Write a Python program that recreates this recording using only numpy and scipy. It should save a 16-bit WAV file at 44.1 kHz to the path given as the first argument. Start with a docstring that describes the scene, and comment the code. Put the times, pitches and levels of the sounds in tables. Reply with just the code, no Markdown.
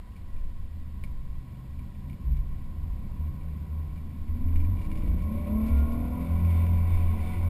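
"""Sand dunes: a six-cylinder off-road vehicle cruises over soft sand, then revs hard up a dune. A camera bolted
to its body hears it. Filtered noise makes the sand rumble, panel buzz, hiss and wind. Sine waves make the booms
(the cabin's, then the engine's second order from 6.3 s), the light-throttle hum and the engine; loose parts
knock as ringing hits. The camera samples at 12 kHz and holds each sample, which adds faint mirrored sound
around 12 kHz."""
import sys
import numpy as np
from scipy import signal
from scipy.fft import rfft, irfft, next_fast_len
from scipy.io import wavfile
from scipy.ndimage import uniform_filter1d

SR = 44100
rng = np.random.default_rng(int(sys.argv[2]) if len(sys.argv) > 2 else 0)


def to_wav(sig):
    """Store sig (one row per channel, or 1-D mono) as 16-bit WAV at the path in sys.argv[1].

    Samples outside -1..1 are clipped; the rate is SR.
    """
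    pcm = np.clip(np.atleast_2d(sig), -1, 1) * 32767
    pcm = np.round(pcm).astype(np.int16)
    wavfile.write(sys.argv[1], SR, pcm.T)  # frames by channels


N = 330309
T = np.arange(N) / SR  # time in seconds

# The ride over sand: [start_s, rumble_db, body_shake_db]
RIDE = [(0.0, -54, -60.5), (1.13, -47.5, -61), (1.5, -48.5, -59), (2.1, -44.5, -59.5), (3.7, -44, -57),
        (4.15, -48, -57.5), (4.4, -42.5, -55), (4.8, -43, -52), (5.3, -41.5, -51), (5.55, -41, -50.5),
        (5.7, -45.5, -49.5), (6.0, -40.5, -49), (6.3, -42, -48.5), (7.49, -48, -47)]
# Tone of the sand rumble: [pitch_hz, level_db per Hz]
RUMBLE_TONE = [(50, -46), (70, -2), (90, 5), (110, 0), (140, 1.5), (200, 3.5), (270, -5.5), (340, -13.5),
               (500, -48.5)]
# Tone of the shaken body: [pitch_hz, level_db]
BODY_TONE = [(30, 18), (100, -3), (250, 6), (370, -10.5), (600, -19.5), (850, -27.5), (1250, -27),
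             (1700, -37.5), (2600, -33), (3600, -41), (5200, -44), (6000, -43)]
# Resonances of the body: [pitch_hz, width_hz, level_db]
BODY_MODES = [(215.5, 34, 10), (554, 80, 6), (750, 200, 10), (978, 76, 16), (1074.7, 96, 19),
              (1475, 78, 10.5), (1984, 97, 9.5), (2266, 290, 15), (3565, 120, 11.5)]
# Tone of the steady background hiss of the camera: [pitch_hz, level_db per Hz]
BACKGROUND_TONE = [(700, -15.5), (1200, -5.5), (2000, -4.5), (3000, -7.5), (4500, -11.5), (6000, -12)]
# One narrow resonance in that hiss: [pitch_hz, width_hz, level_db]
BACKGROUND_MODE = [(1934, 56, 7.8)]
# Wind on the microphone, before its random swells: [start_s, thud_db, flutter_db]
GUSTS = [(0.0, -51.5, -38.5), (0.43, -39, -41), (1.36, -36.5, -42), (1.46, -50, -49.5), (2.35, -40, -34),
         (4.12, -45, -44.5), (4.33, -26.5, -35), (4.64, -28.5, -33), (4.76, -38, -34), (4.9, -26, -38),
         (5.07, -32, -22), (5.38, -36, -39), (5.59, -48, -33), (5.73, -33, -37), (6.26, -49, -42),
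         (6.37, -34, -35), (6.51, -40, -49), (6.57, -45, -43), (6.92, -26.5, -39), (7.4, -28, -39)]
# Tone of thuds and flutter: [pitch_hz, level_db per Hz]
WIND_TONE = [(7, -14), (13, -3), (19, 0), (25, -6), (32, -8), (43, -6), (55, -5), (66, -5)]
# Booms: [start_s, hold_s, pitch_hz, rms_level_db]; the cabin booms until 6.2 s, and the rows from 6.3 s are the
# engine's second order, near 85 Hz
BOOMS = [(0.178, 0.11, 79.95, -40.5), (0.613, 0.041, 90, -39.5), (0.693, 0.37, 76.5, -39),
         (1.497, 0.047, 77.5, -43.5), (1.692, 0.13, 72.3, -39), (1.98, 0.12, 77, -40),
         (2.249, .08, 77.3, -39.5), (2.449, .12, 76.9, -39), (2.75, 0.15, 77.5, -36),
         (3.08, 0.045, 69.85, -38.5), (3.202, .07, 77.2, -30.5), (3.46, .18, 74.3, -35),
         (3.722, 0.089, 76.7, -30), (3.95, 0.26, 78.7, -36.5), (4.307, .02, 77.74, -29),
         (4.468, .19, 79.43, -24.5), (4.7, .04, 92, -27), (4.922, .09, 73.14, -31),
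         (5.12, 0.021, 75.3, -26), (5.25, 0.04, 79.8, -28.5), (5.365, .1, 80.2, -31),
         (5.516, 0.14, 69.9, -31), (5.739, 0.084, 69.3, -20.5), (5.981, 0.14, 76, -33.5),
         (6.205, .02, 74.74, -30), (6.31, .1, 83.35, -24), (6.43, .2, 84, -21), (6.661, .15, 85.06, -23.5),
         (6.86, 0.081, 85.76, -22), (7.0, 0.14, 84.6, -25.5), (7.217, 0.028, 80.6, -31.5),
         (7.384, .09, 86.5, -24)]
# Loose parts knock: [start_s, peak_level_db of the ring, hardness_db per octave]
KNOCKS = [(0.164, -45, 3), (0.3644, -49, 1), (1.038, -34, -2.5), (1.7918, -44.5, -4), (2.0981, -45.5, -1),
          (2.1306, -45.5, -2), (2.3679, -49, 8), (3.9594, -51, 8), (4.4846, -47, -3), (4.5581, -38, -2),
          (4.6026, -41, -5), (4.6487, -40.5, -3), (4.8144, -43, 6), (4.8448, -46, 8), (4.8654, -49.5, -3),
          (4.9015, -48, 0), (4.9153, -37, -1), (4.956, -43, 5), (4.9744, -41, 3), (4.9781, -47, 8),
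          (5.0584, -46, 2), (5.22, -48, 9), (5.3802, -42.5, -4), (5.4782, -36, -13), (5.6475, -43, -3),
          (5.6623, -44, 9), (5.682, -39.5, 3), (5.7793, -47, 11), (5.89, -46, 0), (5.9195, -42, 6),
          (6.2103, -46, 2), (6.5328, -48, 1), (6.6668, -39, -5), (6.8179, -51, 2)]
# Ringing of a knocked part: [pitch_hz, level_db, t60_s (time to fall 60 dB)]
RING = [(610, -6.5, 0.027), (1104, -6, 0.037), (1910, -6, 0.023), (2213, -2.5, 0.074), (2350, 4, 0.032),
        (2810, -4.5, 0.04), (3350, -16, 0.0079), (4500, -21, .006), (5300, -11, 0.0035)]
# Light-throttle hum: [start_s, pitch_hz, rms_level_db]
HUM = [(0.5, 124.2, -66), (0.8, 128, -51), (1.6, 128.6, -46), (1.95, 121, -49.5), (2.06, 138.6, -39.5),
       (2.2, 140, -55), (2.3, 138.1, -39.5), (2.55, 138, -47), (3.4, 150, -44.5), (4.2, 144.3, -50.5)]
# Engine under load, before an overall trim: [start_s, level_db]
REV = [(4.25, -74), (4.4, -57), (4.52, -58), (4.65, -56), (4.8, -58.5), (5.03, -51.5), (5.21, -54),
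       (5.34, -46), (5.44, -50), (5.55, -44), (5.74, -46), (5.86, -45.5), (6.1, -46), (6.35, -46.5),
       (7.49, -51)]
# Engine speed: [start_s, four-stroke cycles per second]
CYCLE = [(4.25, 18.42), (4.5, 21.49), (5.25, 29.53), (5.55, 35.73), (5.7, 37.47), (6.0, 39.46),
         (6.15, 41.47), (6.3, 42.37), (6.5, 42.35), (6.75, 43.06), (7.49, 43.4)]
# Engine orders whose level changes while the revs climb: [multiple of the cycle, level_db, extra_level_db]
CLIMB_ORDERS = [(4, -7, -7.5), (5, -14.5, -1.5), (6, -13.5, 10), (7, -23, 15), (8, 0, -12.5), (12, -12, 14),
                (28, -17.5, 7.5), (30, -18, 6.5), (37, -18, 7)]
# Engine orders with a level of their own: [multiple of the cycle, level_db]; six firings a cycle
PLAIN_ORDERS = [(9, -8.5), (10, -11), (11, -7.5), (13, -3.5), (14, -10.5), (15, -10), (16, -21), (17, 1.5),
                (18, -2), (19, -10.5), (20, -8), (21, -27), (22, -4.5), (23, -8), (24, -7), (25, -25)]
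# What the cabin and mount let through of the engine: [pitch_hz, level_db]
ENGINE_PATH = [(60, 34.5), (250, 10.5), (370, -4.5), (600, -1.5), (850, -12.5), (1250, -9), (1700, -11)]
# Resonances on that path: [pitch_hz, width_hz, level_db]
PATH_MODES = [(216.1, 31.5, 15.5), (309, 48, 6.5), (588, 33, 10), (745, 39, 4.5), (998, 62, 17.5),
              (1084, 34, 24.5), (1407, 42, 18.5)]
# More resonances and dips of the engine path, heard in all orders: [pitch_hz, width_hz, level_db]
MORE_PATH_MODES = [(96, 20, 16.5), (127, 36, -11), (169.5, 7.3, 9.5), (193.5, 17, -12.5), (253.4, 44, 5),
                   (276.2, 7, 8), (315.4, 18, 5), (371, 32, -7)]

# Hiss level at a calm ride, dB of hiss per dB of shake, and the shake that counts as calm
HISS_DB, HISS_GROWTH, CALM_DB = -73.5, 1.81, -59
BACKGROUND_DB, GUST_SWELL_DB = -63.5, 4
BOOM_RISE_S, BOOM_FALL_S, BOOM_WAVER = 0.03, 0.057, 0.011  # waver is a share of the pitch
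MURMUR_DB, MURMUR_HZ = 11.5, 79.2  # level over the body shake; pitch
RASP_DB, RASP_S = -16.5, 0.018  # level at zero hardness; fading time
TICKS_PER_S, TICK_DB = 6.5, 1  # faint chance knocks; their lowest peak over the body shake
HUM_LOOSENS_S, HUM_WAVER, HUM_LOOSE_WAVER = 2.5, 0.0098, 0.0791  # wavers are shares of the pitch
FULL_CLIMB_HZ_PER_S = 6.6  # rise in engine cycles that counts as a full climb
HIGH_ORDER_DB, HIGH_CLIMB_DB = -20.5, 2.5  # level of further high orders; extra at a full climb
LOAD_TRIM_DB = -4.5
CAMERA_HZ, TOP_HZ, STOP_S = 12000, 15280, 0.01  # sampling rate, top edge, fade at the end


def undb(db):
    """Turns decibels into a plain gain."""
    return 10 ** (np.asarray(db) / 20)


def unit(x):
    """Scales a sound to an rms level of 1."""
    return x / np.sqrt(np.mean(x ** 2))


def curves(table):
    """Joins a table's columns by straight lines in time."""
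    s, *columns = np.transpose(table)
    return [np.interp(T, s, column) for column in columns]


def fade(table, seconds):
    """Stays at 1 inside the table's time span and ramps to 0 outside it."""
    rise = np.clip(1 + (T - table[0][0]) / seconds, 0, 1)
    fall = np.clip(1 + (table[-1][0] - T) / seconds, 0, 1)
    return rise * fall


def colour(x, points, modes=(), lo_hz=1, hi_hz=1e5):
    """Shapes the tone of x by level points and resonances, between two edges."""
    pad = 4096  # mirrored samples at both ends
    size = next_fast_len(N + 2 * pad)
    f = np.arange(size // 2 + 1) * SR / size + 1e-3  # the small offset avoids log(0)
    hz, db = np.transpose(points)
    level_db = np.interp(np.log(f), np.log(hz), db)
    for centre, width, peak_db in modes:
        level_db = level_db + peak_db / (1 + (2 * (f - centre) / width) ** 2)
    edges = 1 / np.sqrt((1 + (lo_hz / f) ** 12) * (1 + (f / hi_hz) ** 12))
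    spectrum = rfft(np.pad(x, pad, "reflect"), size)
    return irfft(spectrum * undb(level_db) * edges, size)[pad:pad + N]


def walk(rate):
    """Wanders at random: levels picked about `rate` times a second, smoothed twice, spread near 1."""
    k = int(SR / rate)
    steps = np.repeat(rng.standard_normal(N // k + 1), k)
    return 1.3 * uniform_filter1d(uniform_filter1d(steps, k), k)[:N]


def noise():
    """Plain white noise."""
    return rng.standard_normal(N)


def sweep(hz):
    """A sine wave whose pitch follows hz: its phase is the running sum of the pitch."""
    return np.sin(2 * np.pi * np.cumsum(hz) / SR)


def engine_turn(cycle):
    """Phase of the four-stroke cycle, with a slight unevenness in speed."""
    return 2 * np.pi * np.cumsum(cycle * (1 + 0.0015 * walk(12))) / SR


def ride(turn):
    """Sand rumbles in the chassis while panels buzz and hiss in step with the engine cycle."""
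    rumble_db, shake_db = curves(RIDE)
    rumble = unit(colour(noise(), RUMBLE_TONE)) * undb(rumble_db + 1.36 * walk(9))
    throb = 1 + 0.058 * np.sin(turn) + 0.059 * np.sin(2 * turn + 0.64)
    jolt = walk(7)  # shared by buzz and hiss
    buzz_swell = undb(0.43 * jolt + 0.5 * walk(12))
    buzz = unit(colour(noise() * throb * buzz_swell, BODY_TONE, BODY_MODES, lo_hz=340.6, hi_hz=1680))
    hiss_swell = undb(jolt + 1.3 * walk(10) + 0.53 * walk(70))
    hiss = unit(colour(noise() * throb * hiss_swell, BODY_TONE, BODY_MODES, lo_hz=1590))
    hiss_db = HISS_DB + HISS_GROWTH * (shake_db - CALM_DB)
    return rumble + buzz * undb(shake_db) + hiss * undb(hiss_db)


def background_hiss():
    """The camera hisses steadily: noise with a fixed tone and level."""
    return undb(BACKGROUND_DB) * unit(colour(noise(), BACKGROUND_TONE, BACKGROUND_MODE, lo_hz=500))


def wind():
    """Air on the microphone port makes slow thuds and a quicker flutter."""
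    out = np.zeros(N)
    thud_db, flutter_db = curves(GUSTS)
    for db, lo, hi in [(thud_db, 5, 23), (flutter_db, 22, 62)]:
        air = unit(colour(noise(), WIND_TONE, lo_hz=lo, hi_hz=hi))
        # evening out the strength makes the gusts push steadily
        steady = unit(air / uniform_filter1d(air ** 2, SR // 8) ** 0.3)
        out = out + undb(db + GUST_SWELL_DB * walk(9)) * steady
    return out


def boom():
    """Each boom swells, holds and dies away, the late ones being the engine's second order; noise keeps the
    cabin murmuring all along."""
    s, hold, hz, db = np.transpose(BOOMS)
    size = np.zeros(N)
    for start, length, gain in zip(s, hold, undb(db)):
        swell = np.exp(-((T - start) / BOOM_RISE_S) ** 2)
        decay = np.exp(-np.maximum(T - start - length, 0) / BOOM_FALL_S)
        size = np.maximum(size, gain * np.where(T < start, swell, decay))
    # apart from the waver, the pitch stays put during a hold and glides to the next boom
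    pitch = np.interp(T, np.c_[s, s + hold].ravel(), np.repeat(hz, 2))
    tone = sweep(pitch * (1 + BOOM_WAVER * walk(25)))
    booms = np.sqrt(2) * size * undb(0.72 * walk(14)) * tone
    flat = [(1, 0), (SR, 0)]
    murmur = unit(colour(noise(), flat, lo_hz=MURMUR_HZ * 0.91, hi_hz=MURMUR_HZ * 1.11))
    _, shake_db = curves(RIDE)
    return booms + murmur * undb(shake_db + MURMUR_DB)


def knocks():
    """A knock is a sharp tick, a scatter of weaker ones and a rasp; hard contact rings upper modes more."""
    out = np.zeros(N)
    t = np.arange(4096) / SR
    short_t = t[:2048]
    when, size, hard = rng.random((int(TICKS_PER_S * N / SR), 3)).T
    when = when * N / SR
    ride_s, _, shake_db = np.transpose(RIDE)
    faint_db = np.interp(when, ride_s, shake_db) + TICK_DB + 6 * size
    hits = np.r_[KNOCKS, np.c_[when, faint_db, 4 * hard - 2]]
    chance = rng.standard_normal((len(hits), 2, 2048))
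    for (s, db, hard_db), (scatter, rasp) in zip(hits, chance):
        ring = np.zeros(len(t))
        for hz, mode_db, t60 in RING:
            gain = undb(mode_db + hard_db * np.log2(hz / 2300))
            ring += gain * np.sin(2 * np.pi * hz * t) * 1000.0 ** (-t / t60)
        contact = scatter * undb(-30) * np.exp(-short_t / 0.008)
        contact[0] = 1  # the sharp first tick
        hit = signal.fftconvolve(ring, contact)
        hit = hit / np.abs(hit).max()
        hit[:2048] += rasp * undb(RASP_DB + hard_db) * np.exp(-short_t / RASP_S)
        i = int(s * SR)
        out[i:i + len(hit)] += (undb(db) * hit)[:N - i]
    return out


def hum():
    """At light throttle one tone wavers in pitch and level; its pitch wavers more after 2.5 s."""
    hz, db = curves(HUM)
    waver = np.where(T < HUM_LOOSENS_S, HUM_WAVER, HUM_LOOSE_WAVER)
    tone = sweep(hz * (1 + waver * walk(25)))
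    return np.sqrt(2) * undb(db + 2.9 * walk(14)) * tone * fade(HUM, 0.13)


def engine(cycle, turn):
    """The engine sounds at multiples of its cycle, each swelling a little, coloured by cabin and mount."""
    level_db, = curves(REV)
    speed_rise = uniform_filter1d(np.gradient(cycle) * SR, SR // 5)
    climb = np.clip(speed_rise / FULL_CLIMB_HZ_PER_S, 0, 1)

    def order(k, db):
        """One sine at k times the cycle, from a random starting phase."""
        return undb(db) * np.sin(k * turn + 2 * np.pi * rng.random())

    orders = np.zeros(N)
    for k, db, climb_db in CLIMB_ORDERS:
        orders += order(int(round(k)), db + climb_db * climb + 1.6 * walk(13))
    high_db = HIGH_ORDER_DB + HIGH_CLIMB_DB * climb
    high_orders = [(k, high_db) for k in (26, 27, 29, 31, 32, 33, 34, 35, 36)]
    for k, db in [*PLAIN_ORDERS, *high_orders]:
        orders += order(k, db + 1.8 * walk(8))
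    load = undb(level_db + LOAD_TRIM_DB) * fade(REV, 0.22)
    return colour(orders * load, ENGINE_PATH, [*PATH_MODES, *MORE_PATH_MODES])


def scene():
    """Adds all sources; the engine cycle also drives the panels."""
    cycle, = curves(CYCLE)
    turn = engine_turn(cycle)
    mix = ride(turn) + background_hiss() + wind() + boom() + knocks() + hum() + engine(cycle, turn)
    return mix[None]  # one channel


def record(dry):
    """The camera dulls the sound, samples at 12 kHz, holds each sample four steps at 48 kHz, cuts the top."""
    dull = signal.sosfilt(signal.butter(8, 5500, fs=SR, output="sos"), dry)
    # both rates are divided by 300 to give whole-number ratios
    slow = signal.resample_poly(dull, CAMERA_HZ // 300, SR // 300, axis=1, padtype="line")
    stairs = np.repeat(slow, 4, axis=1)
    held = signal.resample_poly(stairs, SR // 300, 4 * CAMERA_HZ // 300, axis=1, padtype="line")[:, :N]
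    ending = np.clip((T[-1] - T) / STOP_S, 0, 1)
    top_cut = signal.ellip(10, 0.2, 80, TOP_HZ, fs=SR, output="sos")
    return signal.sosfilt(top_cut, held * ending)


dry = scene()
out = record(dry)
to_wav(out)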